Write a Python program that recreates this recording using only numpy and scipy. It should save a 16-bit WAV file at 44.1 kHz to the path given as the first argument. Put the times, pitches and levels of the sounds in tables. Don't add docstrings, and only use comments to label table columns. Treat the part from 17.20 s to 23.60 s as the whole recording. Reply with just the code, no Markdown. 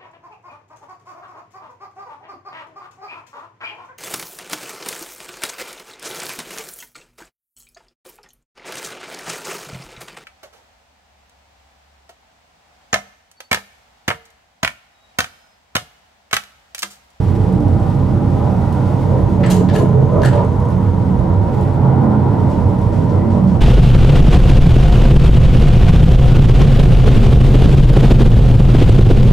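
import sys
import numpy as np
from scipy import signal
from scipy.fft import rfft, irfft
from scipy.io import wavfile
from scipy.ndimage import uniform_filter1d, minimum_filter1d

SR = 44100
rng = np.random.default_rng(int(sys.argv[2]) if len(sys.argv) > 2 else 0)


def to_wav(s):
    ch = np.atleast_2d(s).T
    pcm = np.round(np.clip(ch, -1, 1) * 32767)
    wavfile.write(sys.argv[1], SR, pcm.astype(np.int16))


N = 282416
TIME = np.arange(N) / SR
AGE = TIME[:SR // 2]
FREQS = np.maximum(np.fft.rfftfreq(N, 1 / SR), 1)
SIDES = np.array([[1], [-1]])

# frequency_hz, left_minus_right_db
BALANCE = [(35, -9), (60, -7.5), (110, -4.5), (200, -5), (380, 0), (1300, -0.5), (4400, 0), (15000, 0)]


def from_db(db):
    return 10 ** (np.asarray(db) / 20)


def rms_one(x):
    return x / np.sqrt(np.mean(x.mean(0) ** 2) + 1e-20)


def in_time(points):
    return np.interp(TIME, *np.transpose(points))


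def at_hz(points, hz=FREQS):
    known, values = np.transpose(points)
    return np.interp(np.log(hz), np.log(known), values)


def between(low_hz, high_hz):
    return 1 / np.sqrt((1 + (low_hz / FREQS) ** 24) * (1 + (FREQS / high_hz) ** 24))


def swell(centre_s, half_s):
    return np.exp(-np.minimum(((TIME - centre_s) / half_s) ** 2, 50))


def flutter(per_s):
    values = rng.standard_normal(2048)
    return np.interp(TIME * per_s, np.arange(len(values)), values)


def resonance(x, hz, width_hz):
    radius = np.exp(-np.pi * width_hz / SR)
    zeros = (1 - radius ** 2) / 2 * np.array([1, 0, -1])
    poles = [1, -2 * radius * np.cos(2 * np.pi * hz / SR), radius ** 2]
    return signal.lfilter(zeros, poles, x + 1e-18 * np.cos(np.arange(N)))


def ringing(force, hz, width_hz, ring_db):
    return force + from_db(ring_db) * resonance(force, hz, width_hz)


def coloured(force, colour):
    gain = from_db(at_hz(colour))
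    cepstrum = irfft(np.log(gain / np.sqrt(np.mean(gain ** 2))), N)
    causal_fold = 1 + np.sign(N / 2 - np.arange(N)) * (np.arange(N) > 0)
    return irfft(rfft(force) * np.exp(rfft(cepstrum * causal_fold)), N)


def cabin_noise(gain, coherence=None):
    # frequency_hz, coherence
    cabin_coherence = [(60, 0.94), (130, 1), (200, 0.95), (300, 0.68), (640, 0.66), (3100, 0.68),
                       (7000, 0.5), (10000, 0.89), (13000, 1)]
    # frequency_hz, left_lead_rad
    phase_lead = [(130, -0.074), (340, 0.4), (600, -0.62), (860, -0.47), (1120, 0.58), (1800, 0.26),
                  (6000, 0.14)]
    mid, side = rfft(rng.standard_normal((2, N)))
    alike = np.clip(at_hz(cabin_coherence if coherence is None else coherence), 0, 1)
    pair = np.sqrt(1 + alike) * mid + SIDES * np.sqrt(1 - alike) * side
    placement = from_db(SIDES * at_hz(BALANCE) / 2) * np.exp(.5j * SIDES * at_hz(phase_lead))
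    return rms_one(irfft(pair * placement * gain, N))


def panel_ripple(depth_db, spacing_hz):
    heights = rng.uniform(-1, 1, 4096)
    return from_db(depth_db * np.interp(FREQS / spacing_hz, np.arange(len(heights)), heights))


def reverberation(x, wet_db, pan_db):
    # frequency_hz, t60_s
    decay_times = [(500, 0.95), (2000, 0.36), (6000, 0.31), (14000, 0.27)]
    # frequency_hz, coherence
    echo_coherence = [(500, .6), (3000, .35), (8000, .1), (12000, .75)]
    edges_hz = np.geomspace(200, 18000, num=6)
    diffuse = rfft(cabin_noise(np.ones(len(FREQS)), echo_coherence))
    echo = 0
    for low, high in zip(edges_hz, edges_hz[1:]):
        band = irfft(diffuse * between(low, high), N)[:, :len(AGE)]
        echo = echo + band * from_db(-60 * AGE / at_hz(decay_times, np.sqrt(low * high)))
    echo = echo / np.sqrt(np.sum(echo.mean(0) ** 2))
    direct = x * from_db(SIDES * pan_db / 2)
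    return direct + from_db(wet_db) * signal.fftconvolve(x[None], echo, axes=1)[:, :N]


def rail_whine():
    band = resonance(cabin_noise(between(5000, 8000)), hz=6430, width_hz=220)
    return from_db(-64.5) * swell(centre_s=2.5, half_s=1.8) * rms_one(band)


def grit_hiss():
    # time_s, level_db
    levels = [(0, -46.5), (.4, -50.5), (.68, -48.5), (1.0, -50), (1.7, -47), (2.15, -49.5), (2.8, -51.5),
              (3.1, -50.5), (4.2, -52), (4.4, -48.5), (4.7, -53.5), (5.3, -50), (5.75, -50), (6.05, -52),
              (6.4, -50)]
    # frequency_hz, gain_db
    spectrum = [(1200, -4.5), (1800, 7.5), (2400, 4), (3300, 1.5), (5000, -2), (6100, -5.5), (6550, -9.5),
                (6900, -6.5), (10500, -10.5), (12500, -17.5), (15500, -15.5)]
    colour = from_db(at_hz(spectrum)) * panel_ripple(depth_db=2.5, spacing_hz=29.47)
    flicker_db = flutter(per_s=44)
    return from_db(in_time(levels) + flicker_db) * cabin_noise(colour)


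def gritty(start_s, envelope):
    size, value = rng.standard_normal((2, len(envelope)))
    grains = value * from_db(4 * size)
    return np.pad(envelope * grains / grains.std(), (round(start_s * SR), N))[:N]


def contact(start_s, level_db, decay_s, rise_s):
    envelope = (1 - np.exp(-AGE / rise_s)) * np.exp(-AGE / decay_s)
    return from_db(level_db) * gritty(start_s, envelope)


def knock(start_s, level_db, decay_s):
    force = contact(start_s, level_db, decay_s, rise_s=.00032)
    force[round(start_s * SR)] += from_db(level_db + 15.5)
    return force


def scrape(start_s, level_db, rise_s, length_s, release_s=.0029):
    bite = 1 - np.exp(-AGE / rise_s)
    release = np.exp(-np.maximum(AGE - length_s, 0) / release_s)
    return from_db(level_db) * gritty(start_s, bite * release)


def fittings(metal_spectrum):
    # start_s, level_db
    taps = [(.326, -42), (.405, -45), (.482, -45), (.600, -45), (.665, -46), (.70, -46), (1.526, -37),
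            (1.72, -49), (3.248, -45), (3.358, -50.5), (3.400, -45), (3.452, -43), (3.486, -44),
            (3.503, -43), (3.99, -44), (4.345, -45), (4.410, -40), (5.30, -44.5), (5.589, -45),
            (5.615, -46)]
    # start_s, level_db, decay_s
    rustles = [(.06, -62, .083), (.20, -50, .05), (5.301, -46.5, 0.063), (5.60, -56, .04),
               (5.718, -48.5, 0.13), (5.89, -47, 0.033), (6.099, -47, .06), (6.27, -46, 0.059)]
    # frequency_hz, gain_db
    rub_spectrum = [(1500, -1), (3000, -1), (4500, -3), (6500, -5), (9500, -15.5), (12000, -26),
                    (15500, -30)]
    ticks = sum(contact(s, db, decay_s=.0024, rise_s=.0004) for s, db in taps)
    rubs = sum(contact(s, db, decay_s, rise_s=.0044) for s, db, decay_s in rustles)
    return coloured(ticks, metal_spectrum) + coloured(rubs, rub_spectrum)


def panel_hums():
    # centre_s, half_length_s, pitch_hz, glide_hz_per_s, level_db
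    hums = [(.33, 0.073, 183, 1, -17), (.42, 0.078, 296, 1.5, -20), (.7, 0.17, 260, 0.5, -29),
            (1.39, 0.1, 183, 0.5, -22), (1.597, .12, 298, 0.5, -29), (1.9, 0.048, 184, 0.5, -17),
            (2.38, 0.22, 182.5, 0, -17), (2.68, 0.08, 158, 0.5, -17), (2.69, .06, 183, -1, -19),
            (2.84, 0.1, 130, 1, -15), (3.1, 0.1, 183, 0.5, -21), (3.58, .17, 182.5, 0, -21.5),
            (3.93, 0.094, 263, -0.5, -26), (3.98, 0.19, 184, 0, -20.5), (4.72, 0.1, 131, 1, -11.5),
            (4.88, 0.13, 217, -110, -19), (5.18, 0.076, 225, -1.5, -25), (5.51, 0.098, 296, -0.5, -26),
            (5.67, 0.14, 185, 2, -25), (5.83, 0.072, 156, 0.5, -17.5), (6.14, 0.12, 227, 1, -19),
            (6.27, 0.097, 184, 0, -14), (6.32, 0.091, 204, -2, -20)]
    out, waver_hz = 0, 1.5
    for centre_s, half_s, hz, glide, level_db in hums:
        pitch_hz = hz + glide * (TIME - centre_s) + waver_hz * flutter(per_s=15)
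        tone = np.sqrt(2) * np.sin(2 * np.pi * (np.cumsum(pitch_hz) / SR + rng.random()))
        gain = from_db(level_db + SIDES * at_hz(BALANCE, hz) / 2)
        out = out + gain * swell(centre_s, half_s) * tone
    return out


def running_gear(metal_spectrum):
    # start_s, level_db, decay_s, ring_hz, ring_db
    blows = [(2.234, -29.5, .003, 2040, 8), (2.238, -24.5, 0.011, 2040, 11), (2.263, -31, .012, 1900, 0),
             (2.284, -31, .006, 2100, 1), (2.303, -37, .008, 1800, -1), (2.488, -27.5, 0.01, 3700, 2),
             (2.499, -25, 0.0019, 1510, 4), (2.553, -27, 0.0085, 1750, 1.5), (2.563, -23, .001, 1800, 0),
             (3.019, -24, 0.0017, 1700, -7), (3.034, -27.5, .005, 1580, 14), (3.047, -27, 0.0087, 1430, 9),
             (3.059, -22.5, 0.0035, 1790, 4), (3.073, -22.5, .002, 1750, 1), (3.088, -28, .004, 1560, -4),
             (3.111, -32, .005, 1900, 2), (3.131, -30, 0.0067, 1400, -1), (3.172, -39, 0.025, 2200, 5)]
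    # frequency_hz, gain_db
    knock_spectrum = [(300, -9), (900, 5), (1400, -3.5), (1950, -5), (2400, -10), (3400, -11),
                      (4500, -12.5), (5300, -18), (5900, -25), (11000, -38), (15500, -47)]
    # start_s, level_db, rise_s, length_s, cutoff_hz, ring_hz, ring_db
    scrapes = [(2.259, -38, .001, .009, 6500, 7760, 13), (2.299, -28.5, 0.0024, 0.024, 16000, 12000, 4),
               (2.305, -29, .0006, .004, 10000, 7000, 2), (2.362, -35.5, .002, .01, 8000, 7700, 5),
               (2.491, -41, .001, .006, 4000, 5200, -4), (2.527, -29.5, 0.023, 0.023, 5000, 4250, -8),
               (2.549, -38, 0.0022, 0.016, 11000, 2790, 7), (2.559, -37, .0008, .005, 18000, 10900, 14),
               (2.576, -41.5, .003, 0.026, 12000, 9600, 4), (2.62, -48, .002, .012, 14000, 11000, 6),
               (3.017, -39, .0004, .002, 6000, 6300, 8), (3.029, -40, .002, 0.0098, 13000, 10300, 2),
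               (3.047, -29, .0015, .005, 6500, 4500, 0), (3.054, -31.5, .0008, .005, 11000, 9500, 4),
               (3.057, -33, .0006, 0.0034, 11000, 7940, 2), (3.082, -44, .002, .014, 9000, 9500, 3),
               (3.149, -43, .002, .012, 5000, 3800, 2), (3.188, -54, .003, .03, 3000, 3800, -2)]
    knocks = sum(ringing(knock(s, db, decay_s), hz, width_hz=290, ring_db=ring_db)
                 for s, db, decay_s, hz, ring_db in blows)
    clashes = 0
    for s, db, rise_s, length_s, cutoff_hz, hz, ring_db in scrapes:
        drag = ringing(scrape(s, db, rise_s, length_s), hz, width_hz=180, ring_db=ring_db)
        low_pass = signal.butter(1, cutoff_hz, fs=SR)
        clashes = clashes + signal.lfilter(*low_pass, drag)
    return coloured(knocks, knock_spectrum) + coloured(clashes, metal_spectrum)


def car_response():
    # frequency_hz, width_hz, peak_db
    modes = [(51, 3.6, 1), (76, 5.8, -3), (93.2, 21, 3), (128.3, 11.6, -2.5), (157.9, 12.1, -8.5),
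             (184.9, 15.6, -7), (222.1, 15.2, -10.5), (264, 10.6, -12.5), (293.8, 13.3, -15),
             (337.7, 29.5, -15.5), (406.3, 10.3, -17.5), (436.3, 22, -19), (481, 12, -16), (526, 17.5, -22),
             (575.5, 10.8, -17.5), (611.8, 15.4, -21), (655, 24, -26), (700, 52, -31.5), (759, 22.5, -22.5),
             (801.5, 29, -26), (836.5, 19, -22), (883.5, 16, -24.5), (933.4, 15.3, -20.5), (950, 28, -23.5),
             (1000.7, 13, -22), (1027, 8.5, -22), (1100, 20.5, -30.5)]
    # frequency_hz, gain_db
    body = [(15, -47.5), (30, -45), (65, -24.5), (100, -25.5), (370, -31), (700, -30.5), (1030, -48),
            (1200, -38.5)]
    power = from_db(at_hz(body)) ** 2
    for hz, width_hz, peak_db in modes:
        detuning = (FREQS - hz) / width_hz
        power = power + (from_db(peak_db) / (1 + 1.67 * detuning ** 2)) ** 2
    return np.sqrt(power)


def wandering(x):
    position = np.cumsum(1 + .00695 * flutter(per_s=4))
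    return np.array([np.interp(position, np.arange(N), side, period=N) for side in x])


def groaning(x, low_hz, high_hz):
    # centre_s, half_length_s, frequency_hz, width_hz, gain_db
    groans = [(.1, 0.29, 454, 71, 5), (.6, .9, 806, 36, 3), (0.898, 0.76, 1216, 140, -4.5),
              (1.35, 0.13, 698, 40, -1.5), (1.39, .15, 774, 28, -0.5), (1.5, 0.21, 1390, 160, -2),
              (1.6, 0.23, 990, 82, -11), (2.237, 0.083, 574, 30, 4), (2.402, 0.04, 415, 38, 6.5),
              (2.615, 0.055, 422, 60, -3.5), (2.612, 0.13, 635, 76, -2.5), (2.78, 0.091, 433, 20, 9),
              (2.798, 0.19, 1050, 54, 0), (2.984, 0.063, 630, 18, 2.5), (2.992, 0.05, 1200, 90, 10.5),
              (3.186, 0.058, 965, 49, 13), (3.189, .06, 1200, 70, -0.5), (3.195, 0.078, 582, 11, -1),
              (3.417, .04, 930, 90, 0), (3.473, 0.14, 1100, 92, 7), (3.552, 0.17, 1380, 130, -10),
              (3.7, 0.055, 442, 40, 5), (3.722, 0.16, 518, 49, 4.5), (4.203, 0.11, 935, 25, 3.5),
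              (4.643, 0.056, 345, 30, -5), (4.635, .04, 850, 30, 4), (4.785, 0.12, 735, 60, -2.5),
              (4.804, 0.41, 856, 35, -4), (4.922, .33, 1400, 130, -0.5), (5.329, .1, 892, 35, 3),
              (5.547, .1, 2080, 180, -7), (6.05, .08, 2030, 150, 3), (6.06, .06, 334, 43, 0.5),
              (6.1, .2, 570, 30, -3.5)]
    out = x
    for centre_s, half_s, hz, width_hz, gain_db in groans:
        if low_hz < hz < high_hz:
            out = out + from_db(gain_db) * swell(centre_s, half_s) * resonance(x, hz, width_hz)
    return out


def steady(x, window_s):
    size = int(window_s * SR)
    power = uniform_filter1d(uniform_filter1d(x.mean(0) ** 2, size), size)
    return rms_one(x / np.sqrt(np.maximum(power, 0) + .039))


def rolling_rush():
    # frequency_hz, gain_db
    spectrum = [(900, -11), (1130, -4.5), (1250, -0.5), (1540, -6.5), (2000, -12), (2400, -18), (4000, -27),
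                (8000, -47.5)]
    colour = from_db(at_hz(spectrum)) * panel_ripple(depth_db=7, spacing_hz=19)
    return groaning(cabin_noise(colour), low_hz=1150, high_hz=3000)


def rumble():
    # time_s, level_db
    roughness = [(0, -2.5), (.28, -3), (.85, -1.5), (1.24, 1.5), (1.7, 0.5), (2.1, 1), (2.75, -0.5),
                 (3.4, -0.8), (3.68, -0.3), (4.2, 1), (4.52, 0.5), (4.72, 8), (4.92, 5), (5.2, 3.5),
                 (5.65, 0), (6.0, -0.7), (6.4, 0)]
    # centre_s, roar_lift_db, ring_lift_db
    bumps = [(.26, 6, 3.5), (.49, 3, 2.5), (.66, 0, 3.5), (1.25, 2, 3), (1.48, -2, 2), (1.95, 6, 1),
             (2.23, 5.5, 1), (2.38, 9, 3.5), (2.61, 11.5, 4), (2.78, 9.5, 3), (2.87, 1.5, 0.5),
             (3.08, 4.5, -0.5), (2.973, 10, 4), (3.19, 10.5, 8.5), (3.43, 3, 3.5), (4.38, 2, 2),
             (5.78, 3.5, 0.5), (5.951, 5.5, 4), (6.17, 4.5, 3)]
    # centre_s, deep_lift_db, upper_lift_db
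    jolts = [(.15, 5, -2), (.52, 5.5, -3), (1.98, 1.5, 1.5), (2.52, -1, 5.5), (2.77, 3, 8), (3.1, 1, 8.5),
             (3.69, 4, -8), (4.19, 5.5, -14), (4.71, -2.5, 1.5), (5.03, -0.5, 4.5), (5.46, 4.5, -1.5),
             (6.0, 5, -3)]
    # centre_s, lift_db
    lurches = [(.42, 2), (1.14, 2), (1.42, 5), (2.03, 7), (3.02, 6.5), (3.42, 4), (4.0, 11), (5.7, 8),
               (6.37, 5)]
    # centre_s, half_length_s, lift_db
    panel_swells = [(.372, 0.29, 3.5), (0.97, 0.2, 3), (1.36, 0.036, 3.5), (1.953, 0.063, 0.5),
                    (2.386, 0.34, 3), (2.647, 0.045, 6.5), (3.0, 0.12, 4.5), (3.912, 0.04, 3.5),
                    (4.894, 0.11, 1.5), (5.246, 0.25, 1.5), (6.27, 0.63, 3.5)]
    response, track_db = car_response(), in_time(roughness)
    bump_db, ping_db = sum(np.outer(dbs, swell(s, half_s=.076)) for s, *dbs in bumps)
    deep_db, upper_db = sum(np.outer(dbs, swell(s, half_s=.071)) for s, *dbs in jolts)
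    lurch_db = sum(db * swell(s, half_s=.08) for s, db in lurches)
    panel_db = sum(db * swell(s, half_s) for s, half_s, db in panel_swells)
    sway_db = 2 * flutter(per_s=8.1)
    wobble_db = .94 * flutter(per_s=24)

    def band(low_hz, high_hz, level_db, window_s):
        noise = wandering(cabin_noise(response * between(low_hz, high_hz)))
        return from_db(level_db) * steady(groaning(noise, low_hz, high_hz), window_s)

    body_shudder = band(15, 40, -47, window_s=.2)
    thud = band(44, 62, -30 - .49 * track_db + lurch_db + sway_db, window_s=.12)
    deep_boom = band(81.3, 107, -18.5 + deep_db, window_s=.15)
    upper_boom = band(118.8, 144.3, -19 + upper_db, window_s=.13)
    drone = band(147, 362, -21 + .55 * track_db + panel_db, window_s=.11)
    roar = band(387, 662, -29 + .58 * track_db + bump_db + wobble_db, window_s=.1)
    ring = band(684, 1277, -31.5 + track_db + ping_db + wobble_db, window_s=.11)
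    rush = from_db(-43 + .53 * track_db + .24 * bump_db) * rolling_rush()
    return body_shudder + thud + deep_boom + upper_boom + drone + roar + ring + rush


def scene():
    # frequency_hz, gain_db
    metal_spectrum = [(600, -4.5), (1500, -5), (2900, -3.5), (4200, 0.5), (5300, -6), (6500, -0.5),
                      (8000, -3.5), (9100, -4.5), (11800, -7), (12700, -11), (13700, -20), (14500, -13),
                      (15200, -23)]
    blows = reverberation(running_gear(metal_spectrum), wet_db=-1, pan_db=3.8)
    ticks = reverberation(fittings(metal_spectrum), wet_db=-3.5, pan_db=2.5)
    return rumble() + panel_hums() + rail_whine() + grit_hiss() + blows + ticks


def record(dry):
    ceiling, limiter_s, fade_s, cutoff_hz = .89, .013, .003, 15750
    size = int(limiter_s * SR)
    allowed_gain = minimum_filter1d(ceiling / np.maximum(np.abs(dry).max(0), ceiling), size)
    limited = dry * uniform_filter1d(uniform_filter1d(allowed_gain, size // 2), size // 2)
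    from_end_s = np.minimum(TIME, TIME[::-1])
    fade = np.sin(np.pi / 2 * np.clip(from_end_s / fade_s, 0, 1)) ** 2
    low_pass = signal.ellip(12, .1, 90, cutoff_hz, fs=SR, output="sos")
    return signal.sosfilt(low_pass, limited * fade)


dry = scene()
out = record(dry)
to_wav(out)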